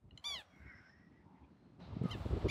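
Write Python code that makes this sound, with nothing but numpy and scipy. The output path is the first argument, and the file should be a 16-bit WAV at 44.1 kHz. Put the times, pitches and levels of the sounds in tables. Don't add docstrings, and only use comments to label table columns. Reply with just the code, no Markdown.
import sys
import numpy as np
from scipy import signal
from scipy.fft import rfft, irfft
from scipy.io import wavfile
from scipy.ndimage import uniform_filter1d

SR = 44100
rng = np.random.default_rng(int(sys.argv[2]) if len(sys.argv) > 2 else 0)


def decibels_to_gain(level_db):
    exponent = np.asarray(level_db, float) / 20
    return 10 ** exponent


def master(y):
    cut = np.clip(np.atleast_2d(y).T, -1, 1)
    pcm = np.round(cut * 32767)
    wavfile.write(sys.argv[1], SR, pcm.astype(np.int16))


N = 110250


def read(points, hz):
    f, v = np.transpose(points)
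    return np.interp(np.log(hz + 1), np.log(f + 1), v)


def evened(x):
    return x / np.sqrt(np.mean(x ** 2) + 1e-20)


def add(mix, s, sound):
    part = mix[round(s * SR):][:len(sound)]
    part += sound[:len(part)]


def progress(length_s):
    return np.linspace(0, 1, round(length_s * SR))


def coloured(points, count=N):
    hz = np.fft.rfftfreq(count, 1 / SR)
    inside = (hz >= points[0][0]) & (hz <= points[-1][0])
    spectrum = rfft(rng.standard_normal(count)) * decibels_to_gain(read(points, hz)) * inside
    return evened(irfft(spectrum, count))


def drift(count, hz):
    x = rng.standard_normal(count + 4000)
    size = max(int(SR / hz / 2), 1)
    smooth = uniform_filter1d(uniform_filter1d(x, size), size)
    return evened(smooth[2000:2000 + count])


def fuzzy(hz, width_hz, clear=0):
    r = np.exp(-np.pi * width_hz / SR)
    count = len(hz) + 3000
    z = rng.standard_normal(count) + 1j * rng.standard_normal(count)
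    for _ in range(2):
        z = signal.lfilter([1], [1, -r], z)
    z = z[3000:]
    z = clear + (1 - clear) * z / np.sqrt(np.mean(abs(z) ** 2))
    carrier = np.exp(2j * np.pi * np.cumsum(hz) / SR)
    return evened((z * carrier).real)


# [f/Hz, level/dB]
THROAT = [(800, -26.5), (1170, -13), (2300, -10.5), (4700, -7), (7080, -14.5), (8100, -33.5), (10700, -22),
          (13000, -42)]


def voice(hz, beak_hz, tilt_db, rough):
    count = len(hz)
    pulse_jitter = 0.35 * rough ** 2 * drift(count, 160)
    turns = np.cumsum(hz) / SR + pulse_jitter / (2 * np.pi)
    out, power = 0, 0
    for k in range(1, 13):
        partial_hz = k * hz
        breath = decibels_to_gain(np.minimum(-20 + 0.5 * k + 5 * rough, 4))
        shimmer = np.sqrt(2) * decibels_to_gain(2 * drift(count, 68))
        phase_sway = 0.35 * drift(count, 23.5)
        tone = shimmer * np.cos(2 * np.pi * k * turns + phase_sway)
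        beak_db = 11.5 * np.exp(-((partial_hz - beak_hz) / 840) ** 2)
        dull_db = tilt_db * np.minimum(partial_hz, 6500) / 1000
        gain = decibels_to_gain(read(THROAT, partial_hz) + dull_db + beak_db)
        out = out + gain * (tone + breath * fuzzy(partial_hz, 300))
        power = power + gain ** 2 * (1 + breath ** 2)
    return out / np.sqrt(power)


def second_voice(t, pitch):
    start_s, end_s = 0.2314, 0.29
    modulation = 1 + 0.31 * np.cos(2 * np.pi * np.cumsum(pitch) / SR)
    swell = np.sin(np.pi * np.clip((t - start_s) / (end_s - start_s), 0, 1)) ** 0.5
    return decibels_to_gain(-55.5) * np.cos(2 * np.pi * 943 * t) * modulation * swell


# [t/s, pitch f/Hz, effort level/dB]
CALLS_NEAR = [
    [(.241, 1032, -56), (.2445, 1108, -47.5), (.258, 1174, -43), (.274, 1182, -42), (.303, 1153, -42.5),
     (.341, 1111, -44), (.349, 1056, -45.5), (.378, 958, -50), (.421, 801, -59)],
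    [(2.097, 943, -61), (2.105, 888, -62), (2.115, 1044, -45.5), (2.125, 1029, -49.5), (2.133, 947, -49),
     (2.156, 840, -60.5), (2.17, 810, -76)],
    [(2.481, 905, -66), (2.486, 994, -47.5), (2.4895, 1125, -47.5), (2.5, 1214, -39.5)],
]
# [resonance f/Hz, brightness/dB per kHz]
BEAKS = [(3500, 0.0), (3050, -0.4), (2400, -0.5)]


def long_calls():
    out = np.zeros(N)
    for number, (rows, (beak_hz, tilt_db)) in enumerate(zip(CALLS_NEAR, BEAKS)):
        s, hz, db = np.transpose(rows)
        t = np.arange(s[0], s[-1], 1 / SR)
        pitch = uniform_filter1d(np.interp(t, s, hz), 150, mode="nearest")
        effort_db = np.interp(t, s, db)
        tiring = t > s[db.argmax()]
        dulling = 0.6 * (effort_db - db.max()) * tiring
        rough = ((t - s[0]) / 0.23) ** 2
        call = voice(pitch, beak_hz, tilt_db + dulling, rough) * decibels_to_gain(effort_db)
        if number == 0:
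            call = call + second_voice(t, pitch)
        add(out, s[0], call)
    return out


# [t/s, partials as [f/Hz, level/dB]]
CHIPS = [
    (0.1087, [(1930, -72), (2880, -56.5), (4070, -67.5)]),
    (0.175, [(2070, -57.5), (3050, -47), (4110, -50.5), (5150, -70), (6200, -64), (7150, -60.5), (10300, -77)]),
]


def chips():
    out = np.zeros(N)
    t = np.arange(1200) / SR
    rise_s, fall_s = 0.0014, 0.0035
    shape = np.minimum(t / rise_s, 1) * np.exp(-(t / fall_s) ** 2 / 2)
    for s, partials in CHIPS:
        for hz, db in partials:
            add(out, s, shape * decibels_to_gain(db) * np.sin(2 * np.pi * (hz * t + rng.random())))
    return out


# [delay t/s, level/dB]
ECHOES = [
    (.009, -16),
    (.021, -19.5),
    (0.033, -25),
]


def dune_echo(birds):
    t = np.arange(SR // 2) / SR
    decay_s = 0.16
    space = rng.standard_normal(len(t)) * decibels_to_gain(-60 * t / decay_s) * (t > 0.004)
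    space *= decibels_to_gain(-18) / np.linalg.norm(space)
    space[0] = 1
    for s, db in ECHOES:
        space[round(s * SR)] += decibels_to_gain(db)
    return signal.fftconvolve(birds, space)[:N]


# [start t/s, length t/s, start f/Hz, middle f/Hz, end f/Hz]
WHISTLES = [(.5, .14, 2300, 2180, 2150), (.645, .1, 2170, 2200, 1960), (.615, .12, 1880, 1880, 1890),
            (.72, .085, 1900, 1950, 1860), (.735, .06, 1980, 2060, 2230), (.79, .045, 2010, 2090, 2220),
            (.875, .1, 1760, 1820, 1940), (.97, .125, 1920, 1930, 1910), (1.11, .14, 1890, 1980, 1860),
            (.455, .12, 3340, 3310, 3260), (2.035, .12, 1290, 1240, 1130), (2.042, .03, 2090, 2090, 2090),
            (1.47, .33, 4120, 4130, 4190), (.83, .08, 1580, 1540, 1560), (.745, .05, 1600, 1610, 1680)]
WHISTLE_DB = [-74.5, -63, -67, -64.5, -78, -75, -70.5, -74.5, -80, -83.5, -55.5, -64.5, -93.5, -68.5, -68]
WHISTLE_BLUR_HZ = [90, 40, 40, 40, 40, 60, 80, 70, 110, 60, 160, 60, 200, 120, 90]


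def far_whistles():
    out = np.zeros(N)
    for (s, length, *hz), db, blur_hz in zip(WHISTLES, WHISTLE_DB, WHISTLE_BLUR_HZ):
        u = progress(length)
        glide = uniform_filter1d(np.interp(u, [0, 0.5, 1], hz), len(u) // 4, mode="nearest")
        shape = np.sin(np.pi * u) ** 0.5 * decibels_to_gain(0.99 * drift(len(u), 30))
        pitch = glide * (1 + 0.006 * drift(len(u), 22))
        clear = 0.55 * min(1, 55 / blur_hz)
        add(out, s, decibels_to_gain(db) * shape * fuzzy(pitch, blur_hz, clear))
    return out


# [start t/s, length t/s, f/Hz, width f/Hz]
CHATTER = [(.49, .44, 1560, 380), (.5, .43, 2100, 360), (.6, .4, 5340, 400), (.92, .2, 5400, 400),
           (1.17, .38, 890, 240), (.235, .21, 690, 420), (1.432, .028, 2400, 250), (1.33, .08, 2000, 400),
           (.42, .22, 5660, 220), (.9, .2, 1800, 600), (.45, .34, 11900, 600), (1.08, .18, 5250, 400),
           (1.432, .028, 3300, 300), (1.33, .18, 2600, 450), (1.08, .18, 1900, 500), (1.79, .1, 4000, 700)]
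CHATTER_DB = [-68.5, -68, -80.5, -86.5, -73.5, -66, -79.5, -81.5, -86.5, -74, -102.5, -97.5, -88, -89.5,
              -79, -75]


def far_chatter():
    out = np.zeros(N)
    for (s, length, hz, width_hz), db in zip(CHATTER, CHATTER_DB):
        u = progress(length)
        level = decibels_to_gain(db + 2.35 * drift(len(u), 10))
        add(out, s, level * np.sin(np.pi * u) * fuzzy(hz + 0 * u, width_hz))
    return out


# [t/s, level/dB]
WIND = [(0, -80.5), (0.049, -67), (0.171, -66), (.22, -78), (.39, -66.5), (.475, -79.5), (.54, -63.5),
        (.93, -69.5), (1.15, -64), (1.27, -65.5), (1.45, -63.5), (1.701, -63), (1.806, -57), (1.885, -48.5),
        (2.119, -43.5), (2.21, -48.5), (2.32, -45.5), (2.5, -39.5)]
# [f/Hz, level/dB]
WIND_COLOUR = [(25, -26), (56, 3.5), (80, 7.5), (248, -7.5), (718, -22), (1220, -24), (1600, -68)]
# [f/Hz, level/dB]
CALM_COLOUR = [(25, -34), (60, -7.5), (189, -1.5), (356, -10), (484, -21), (882, -26), (1600, -41.5)]


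def wind_rumble():
    t = np.arange(N) / SR
    s, db = np.transpose(WIND)
    gust = np.clip((t - 1.8) / 0.014, 0, 1)
    rumble = (1 - gust) * coloured(CALM_COLOUR) + gust * coloured(WIND_COLOUR)
    return rumble * decibels_to_gain(np.interp(t, s, db) + 2.2 * drift(N, 30))


# [start t/s, length t/s, f/Hz]
HEAVES = [(.59, .12, 70), (.24, .2, 65), (1.38, .11, 70), (1.085, .06, 70), (1.17, .055, 70),
          (2.31, .1, 70), (0, .1, 60), (1.795, .06, 180), (.44, .08, 90), (.95, .07, 80), (.18, .04, 80)]
HEAVE_DB = [-54.5, -62.5, -63.5, -64.5, -68, -37, -64, -52, -70.5, -67.5, -66]


def wind_heaves():
    out = np.zeros(N)
    for (s, length, hz), db in zip(HEAVES, HEAVE_DB):
        u = progress(length)
        add(out, s, decibels_to_gain(db) * np.sin(np.pi * u) * fuzzy(hz + 0 * u, 72, clear=0.55))
    return out


# [t/s, level/dB, f/Hz]
BUFFETS = [(0.044, -53, 105), (0.075, -53, 105), (0.123, -50.5, 71), (0.149, -51.5, 120), (0.66, -51, 129),
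           (0.749, -55, 89), (0.8, -58.5, 88), (1.884, -47, 95), (1.923, -45.5, 69), (1.964, -36.5, 163),
           (2.013, -31.5, 131), (2.038, -29, 191), (2.053, -25.5, 153.3), (2.148, -37, 113.4),
           (2.254, -31, 99), (2.309, -34, 200), (2.324, -31.5, 71.5), (2.36, -36, 69), (2.426, -29, 240),
           (2.44, -27.5, 59.7), (2.454, -27, 97.4)]


def wind_buffets():
    out = np.zeros(N)
    grit = coloured([(60, -3), (200, 1), (400, -1), (560, -12), (900, -30)])
    cycles = 2.8
    for s, db, hz in BUFFETS:
        u = np.arange(0, cycles, hz / SR)
        shape = np.sin(np.pi * (u / cycles) ** 0.54) ** 2
        grit_share = 0.46 * min(1, decibels_to_gain((db + 39.5) / 2))
        rasp = grit_share * np.roll(grit, -round(s * SR))[:len(u)]
        add(out, s - 0.001, decibels_to_gain(db) * shape * (np.sin(2 * np.pi * u) + rasp))
    return out


# [t/s, low hiss level/dB, high hiss level/dB]
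GATE = [(0, -88, -107), (.14, -80.5, -105), (.18, -73, -91), (0.217, -77, -101), (0.244, -65, -87),
        (0.402, -65, -73), (0.471, -72.5, -99), (.6, -74, -94.5), (.9, -73.5, -104), (.95, -79.5, -112),
        (1.77, -77.5, -112), (1.786, -80.5, -106), (1.804, -64, -95), (2.02, -63.5, -96), (2.04, -59, -85),
        (2.15, -58, -78), (2.46, -55, -81.5), (2.5, -55.5, -87)]
# [f/Hz, level/dB]
HISS_CALM = [(400, -15.5), (600, -5), (1330, -9), (1540, -12.5), (2800, -19.5), (4070, -23.5), (6000, -31),
             (9500, -47.5)]
# [f/Hz, level/dB]
HISS_LOW = [(400, -15), (600, -3.5), (1330, -10.5), (1540, -15), (4070, -19.5), (6000, -33), (9500, -58.5)]
# [f/Hz, level/dB]
HISS_HIGH = [(5000, -1.5), (7800, 8.5), (10300, -2.5), (12900, -4.5)]


def gated_hiss():
    t = np.arange(N) / SR
    s, low_db, high_db = np.transpose(GATE)
    low = np.where(t < 1.79, coloured(HISS_CALM), coloured(HISS_LOW))
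    low = low * decibels_to_gain(np.interp(t, s, low_db) + 0.48 * drift(N, 25))
    high = coloured(HISS_HIGH) * decibels_to_gain(np.interp(t, s, high_db) + 0.82 * drift(N, 28))
    return low + high


# [t/s, f/Hz, level/dB]
TICKS = [
    (2.036, 7800, -63),
    (2.088, 10700, -59.5),
]


def ticks():
    out = np.zeros(N)
    t = np.arange(200) / SR
    for s, hz, db in TICKS:
        add(out, s, decibels_to_gain(db) * np.exp(-t / 0.0009) * fuzzy(hz + 0 * t, hz / 12))
    return out


# [start t/s, length t/s, lowest f/Hz]
PATCHES = [(.243, .16, 13700), (.4, .025, 15000), (2.07, .19, 13800), (2.26, .082, 14200),
           (2.38, .027, 14900), (2.455, .02, 15200), (2.475, .025, 13000)]
PATCH_DB = [-79, -91, -82, -88, -92, -88, -84]


def top_patches():
    out = np.zeros(N)
    for (s, length, hz), db in zip(PATCHES, PATCH_DB):
        size = round(length * SR)
        band = coloured([(hz, 0), (15700, 0)], count=size)
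        add(out, s, decibels_to_gain(db) * signal.windows.tukey(size, 0.15) * band)
    return out


def scene():
    near = dune_echo(long_calls() + chips())
    far = far_whistles() + far_chatter()
    wind = wind_rumble() + wind_heaves() + wind_buffets()
    hiss = gated_hiss() + ticks() + top_patches()
    return (near + far + wind + hiss)[None]


# [f/Hz, level/dB]
MIC = [(25, -41), (38, -19.5), (50, -0.5), (8500, 1), (9050, -19.5), (9500, 4), (12700, 5), (13200, -29),
       (13900, -3.5)]


def microphone(dry):
    hz = np.fft.rfftfreq(2 * N, 1 / SR)
    heard = irfft(rfft(dry, 2 * N) * decibels_to_gain(read(MIC, hz)))[:, :N]
    return heard + decibels_to_gain(-100) * coloured([(300, -12), (8000, -8), (9800, -4.5)])


def low_pass(x):
    return signal.sosfilt(signal.butter(12, 15760, fs=SR, output="sos"), x)


def record(dry):
    mix = microphone(dry)
    return low_pass(mix)


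dry = scene()
out = record(dry)
master(out)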